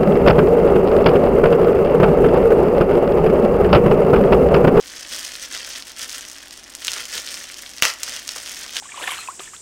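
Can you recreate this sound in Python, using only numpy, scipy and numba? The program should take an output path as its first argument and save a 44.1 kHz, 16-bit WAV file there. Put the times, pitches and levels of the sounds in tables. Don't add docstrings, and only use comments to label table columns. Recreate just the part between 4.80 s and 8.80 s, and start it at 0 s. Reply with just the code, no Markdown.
import sys
import numpy as np
from scipy import signal
from scipy.fft import rfft, irfft, next_fast_len
from scipy.io import wavfile
from numba import njit

SR = 44100
rng = np.random.default_rng(int(sys.argv[2]) if len(sys.argv) > 2 else 0)


def bounce(signal):
    frames = np.transpose(np.atleast_2d(signal))
    limited = np.clip(frames, -1, 1)
    pcm = np.round(limited * 32767).astype(np.int16)
    wavfile.write(sys.argv[1], SR, pcm)


N = 176400

# time_s, level_db
HAND_EFFORT = [(0, -41.5), (.07, -39), (.19, -36), (.245, -36), (.275, -40), (.33, -29.5), (.42, -34),
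               (.46, -33.5), (.51, -36), (.59, -37.5), (.64, -31.5), (.69, -42), (.74, -28), (.81, -35),
               (.92, -33.5), (.98, -33.5), (1.045, -47.5), (1.075, -37), (1.15, -43.5), (1.22, -27.5),
               (1.27, -40.5), (1.33, -32.5), (1.44, -38), (1.58, -41), (1.66, -43), (1.73, -41),
               (1.87, -44.5), (1.98, -44), (2.03, -34), (2.11, -33), (2.17, -29), (2.28, -38.5),
               (2.35, -26.5), (2.44, -37), (2.48, -32.5), (2.58, -34.5), (2.68, -40), (2.79, -38),
               (2.93, -41.5), (3.0, -39), (3.12, -58), (3.19, -40.5), (3.28, -31), (3.38, -31.5),
               (3.445, -42), (3.5, -37), (3.585, -32.5), (3.63, -37), (3.68, -33), (3.77, -35.5),
               (3.83, -34), (3.91, -38.5), (3.94, -33), (3.968, -26), (4.0, -34)]
# time_s, gain_db
TREBLE_RIDE = [(0, -6), (.27, -5), (.4, -1.5), (.7, -4.5), (.8, -8.5), (1.1, -3), (1.33, -3), (1.6, -4),
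               (2.1, -4), (2.5, -4.5), (2.8, -2), (3.3, -5), (3.7, -2), (4, -6.5)]
# start_s, strength_db, pitch_hz
SNAPS_AND_ECHOES = [(.388, -9, 6070), (0.4495, -6, 6260), (.554, -6.5, 4100), (0.656, -16, 5900),
                    (0.716, -11.5, 1900), (0.8476, -7, 5160), (.9597, -7.5, 4370), (1.005, -21, 4600),
                    (1.0238, -8, 4530), (1.0705, -15, 6240), (1.194, -8, 6600), (1.245, -9.5, 6600),
                    (1.2952, -6.5, 6300), (1.3156, -10, 4300), (1.3482, -9, 5250), (1.3822, -10.5, 8500),
                    (1.499, -12.5, 6400), (1.5145, -15, 5800), (1.7088, -13, 5060), (1.9009, -15.5, 7950),
                    (1.9511, -5.5, 7400), (2.0484, -1, 6730), (2.07, -1.5, 6400), (2.0815, 7.5, 3450),
                    (2.1181, -1, 6100), (2.134, -1.5, 4900), (2.1396, -5, 6540), (2.2547, -7, 6300),
                    (2.2998, -28, 5700), (2.3798, -1, 4000), (2.4747, -5.5, 4160), (2.489, -10, 4600),
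                    (2.5422, -5.5, 5340), (2.6403, -10.5, 5900), (2.7, -9.5, 2000), (2.7431, -9.5, 5500),
                    (2.8623, -12, 3740), (2.9831, -8, 5130), (3.0328, 12, 3260), (3.072, -8, 3400),
                    (3.0822, -2.5, 4960), (3.1009, -2, 5100), (3.138, -9, 6900), (3.233, 4.5, 6800),
                    (3.4778, -4.5, 6500), (3.4911, 1, 5100), (3.519, -9.5, 5930), (3.8937, -11, 3000),
                    (3.9677, 2.5, 3430)]
# start_s, strength_db, tilt_db_per_octave
BURST_AND_SLAP = [(3.0232, 21.5, -0.5), (3.0524, 12, -4.5)]
# pitch_hz, gain_db, decay_cycles
CELL_MODES = [(1320, -2, 0.76), (2080, 2, 1.02), (2817, 1, 2.18), (5940, 6, 2.2), (11170, 3.5, 1.67)]
# start_s, strength_db, pitch_hz
FINGER_NUDGES = [(2.169, -12.5, 1300), (3.279, -13, 1500), (3.561, -10.5, 1260), (3.859, -21.5, 1030)]
# frequency_hz, gain_db
CREASE_EQ = [(100, -11), (300, -10.5), (420, -11), (520, -2), (720, -8.5), (1050, -17), (1380, 2),
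             (1950, 4.5), (2350, -3.5), (3250, 4), (3850, -1.5), (5200, 5), (6300, 7.5), (7400, 2.5),
             (8600, 7), (10500, 1), (15500, 7.5)]
# frequency_hz, gain_db
RUSTLE_EQ = [(100, -12.5), (500, -8), (720, -11.5), (1050, -3), (1500, -5.5), (2400, 0.5), (3250, -0.5),
             (4000, 0), (6200, 2), (8500, -3), (11000, -10), (15500, -19)]
# frequency_hz, gain_db
POP_ROOM_EQ = [(100, -24), (350, -19), (600, -1), (740, -14), (860, -2.5), (1030, -5), (1340, 3.5),
               (1520, -6.5), (1920, 4), (2300, -4), (2850, 2), (3800, -8), (5200, 0), (6200, -3),
               (7500, -9), (10000, -13.5), (15500, -22)]
# frequency_hz, gain_db
ROOM_EQ = [(60, -28), (300, 2.5), (550, 6.5), (750, 6.5), (1000, -3.5), (1300, -0.5), (2000, -3),
           (2900, -0.5), (3900, -5.5), (5200, 1), (6300, -7.5), (7500, -4), (10000, -0.5), (15500, -14)]
# frequency_hz, gain_db
AIR_EQ = [(25, 3), (70, -19), (105, -9), (150, -5), (280, 8.5), (420, -2), (600, 3), (1000, -0.5),
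          (3000, -4.5), (8000, -92), (15500, -36)]
# pitch_hz, level_db
HUM_PARTIALS = [(43.1, -68), (59.2, -63.5), (102.3, -70.5), (360.7, -68)]

CREASES_PER_S, AT_EFFORT_DB, TENFOLD_RATE_DB = 420, -35, 44
TICK_HZ, TICK_SPREAD_OCTAVES, TICK_GAP_S, TICK_FALL_DB = 4520, 0.63, .001, 1
EDGE_HZ, EDGE_DB, EDGE_SCATTER_DB = 9100.0, -11, 1.5
RING_DECAY_CYCLES, CREASE_SCATTER_DB = 0.92, 3
RUSTLE_DB, RUSTLE_SCATTER_DB = -5, -0.5
SNAP_TRIM_DB, CRACK_DB, CRACK_PITCH_RATIO = -2, -7.5, 1.26
SETTLE_S, SETTLE_DB, BOUNCE_S, BOUNCE_DB = .002, -8.5, .00075, -15.5
PUFF_DELAY_S, PUFF_DB, PUFF_HZ = 0.00077, 9.5, 590.0
CRINKLE_SEND_DB, SNAP_SEND_DB, NUDGE_SEND_DB, POP_SEND_DB = -6.5, -6.5, 0.5, 21.5
SLAP_VS_BURST_DB = -6.5
AIR_DB, OVERLOAD_CEILING, TOP_HZ = -52, .72, 15800


def crinkle():
    effort = curve(HAND_EFFORT)
    film = effort * (creases(effort) + amp(RUSTLE_DB) * rustle())
    treble = signal.sosfiltfilt(signal.butter(2, 7000, "high", fs=SR, output="sos"), film)
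    film = film + (curve(TREBLE_RIDE) - 1) * treble
    return film + amp(CRINKLE_SEND_DB) * moving_room(film)


def creases(effort, candidates=4000, ticks_per_run=4):
    position, chance = rng.random((candidates, 2)).T
    weight, stiffness = rng.standard_normal((candidates, 2)).T
    squeeze = effort[(position * N).astype(int)] / amp(AT_EFFORT_DB)
    rate = CREASES_PER_S * squeeze ** (20 / TENFOLD_RATE_DB)
    buckles = chance < rate * N / SR / candidates
    start_s, ticks = position * N / SR, 0
    for k in range(ticks_per_run):
        gap, kick, detune, bright = rng.standard_normal((candidates, 4)).T
        size = amp(CREASE_SCATTER_DB * np.minimum(weight, 1.5) - TICK_FALL_DB * k) * np.tanh(kick)
        octaves = TICK_SPREAD_OCTAVES * (stiffness + detune) / np.sqrt(2)
        hz = np.clip(TICK_HZ * 2 ** octaves, 500, 15000)
        edge = size * amp(EDGE_DB + EDGE_SCATTER_DB * bright)
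        ticks += rings(start_s[buckles], size[buckles], hz[buckles], RING_DECAY_CYCLES)
        ticks += rings(start_s[buckles], edge[buckles], np.full(buckles.sum(), EDGE_HZ), cycles=0.81)
        start_s = start_s + TICK_GAP_S * gap ** 2
    return level_out(equalise(ticks, CREASE_EQ))


def rustle(slips=20000):
    where = rng.integers(0, N, slips)
    weight, direction = rng.standard_normal((slips, 2)).T
    clicks = np.bincount(where, amp(RUSTLE_SCATTER_DB * weight) * np.sign(direction), N)
    return level_out(equalise(clicks, RUSTLE_EQ))


def snaps_and_echoes(after_ticks=2):
    start_s, db, hz = np.array(SNAPS_AND_ECHOES).T.copy()
    size = amp(db + SNAP_TRIM_DB)
    hits = rings(start_s, size, hz, RING_DECAY_CYCLES)
    hits += rings(start_s, size * amp(CRACK_DB), hz * CRACK_PITCH_RATIO, cycles=0.5)
    for gap in rng.random((len(start_s), after_ticks)).T:
        start_s = start_s + SETTLE_S * (.5 + gap)
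        size = -size * amp(SETTLE_DB)
        hits += rings(start_s, size, hz, RING_DECAY_CYCLES)
    hits = highpass(hits, hz=1610)
    hits += amp(BOUNCE_DB) * np.roll(hits, int(BOUNCE_S * SR))
    return hits + amp(SNAP_SEND_DB) * moving_room(hits)


def bubble_pop():
    start_s, db, tilt = np.array(BURST_AND_SLAP).T.copy()
    crack = 0
    for k, (hz, mode_db, cycles) in enumerate(CELL_MODES):
        size = amp(db + mode_db + tilt * np.log2(hz / CELL_MODES[0][0]))
        crack += (-1) ** k * rings(start_s, size, np.full(len(start_s), float(hz)), cycles)
    puff = rings(start_s[:1] + PUFF_DELAY_S, amp([PUFF_DB]), np.array([PUFF_HZ]), cycles=0.16)
    burst, slap = (signal.unit_impulse(N, int(at * SR)) for at in start_s)
    tail = room(burst + amp(SLAP_VS_BURST_DB) * slap, POP_ROOM_EQ, t60_s=0.25, hold_s=0.03)
    return highpass(crack, hz=500) + puff + amp(POP_SEND_DB) * tail


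def finger_nudges():
    start_s, db, hz = np.array(FINGER_NUDGES).T.copy()
    knocks = highpass(rings(start_s, amp(db), hz, cycles=1.75), hz=447)
    return knocks + amp(NUDGE_SEND_DB) * moving_room(knocks)


def room(x, eq, t60_s, hold_s=0, predelay_s=0.0015):
    t = np.arange(SR // 4) / SR
    decay = np.exp(-np.log(1000) * np.maximum(t - hold_s, 0) / t60_s)
    tail = rng.standard_normal(len(t)) * (t > predelay_s) * decay
    tail = equalise(tail / np.sqrt(np.sum(tail ** 2)), eq)
    return signal.fftconvolve(x, tail)[:N]


def moving_room(x, crossfade_s=0.249):
    reflections, step = np.zeros(N + SR), int(crossfade_s * SR)
    for start in range(-step, N, step):
        a, b = max(start, 0), min(start + 2 * step, N)
        fade = np.sin(np.pi * (np.arange(a, b) - start) / (2 * step))
        wet = room(x[a:b] * fade, ROOM_EQ, t60_s=0.12)
        reflections[a:a + len(wet)] += wet
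    return reflections[:N]


def room_tone():
    t = np.arange(N) / SR
    hum = sum(amp(db) * np.sqrt(2) * np.sin(2 * np.pi * (hz * t + rng.random()))
              for hz, db in HUM_PARTIALS)
    air = equalise(rng.standard_normal(N), AIR_EQ)
    return hum + amp(AIR_DB) * air / np.sqrt(np.mean(air ** 2))


@njit
def rings(start_s, sizes, hz, cycles):
    track = np.zeros(N)
    for k in range(len(start_s)):
        life = cycles * SR / hz[k]
        pole = -1 / life + 2j * np.pi * hz[k] / SR
        first = int(start_s[k] * SR) + 1
        phasor = 2 * sizes[k] / np.sqrt(life) * np.exp(pole * (first - start_s[k] * SR))
        turn = np.exp(pole)
        for i in range(max(first, 0), min(first + int(8 * life) + 2, N)):
            track[i] += phasor.imag
            phasor *= turn
    return track


def level_out(x, smooth_s=0.057):
    width = int(smooth_s * SR)
    power = signal.fftconvolve(x ** 2, np.hanning(2 * width) / width, "same")
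    return x / np.sqrt(np.maximum(power, 1e-3 * np.mean(x ** 2)))


def equalise(x, eq):
    size = next_fast_len(len(x) + 4096) // 2 * 2
    hz, db = np.array(eq).T
    bins_hz = np.maximum(np.arange(size // 2 + 1) * SR / size, 1)
    gain = amp(np.interp(np.log(bins_hz), np.log(hz), db))
    cepstrum = irfft(np.log(gain), size)
    cepstrum[1:size // 2] *= 2
    cepstrum[size // 2 + 1:] = 0
    return irfft(rfft(x, size) * np.exp(rfft(cepstrum)), size)[:len(x)]


def highpass(x, hz):
    return signal.sosfilt(signal.butter(2, hz, "high", fs=SR, output="sos"), x)


def curve(points):
    return amp(np.interp(np.arange(N) / SR, *np.array(points).T))


def amp(db):
    return 10 ** (np.asarray(db) / 20)


def scene():
    return (crinkle() + snaps_and_echoes() + bubble_pop() + finger_nudges() + room_tone())[None]


def record(dry):
    clipped = dry / (1 + (dry / OVERLOAD_CEILING) ** 6) ** (1 / 6)
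    return signal.sosfilt(signal.ellip(10, .2, 80, TOP_HZ, fs=SR, output="sos"), clipped)


dry = scene()
out = record(dry)
bounce(out)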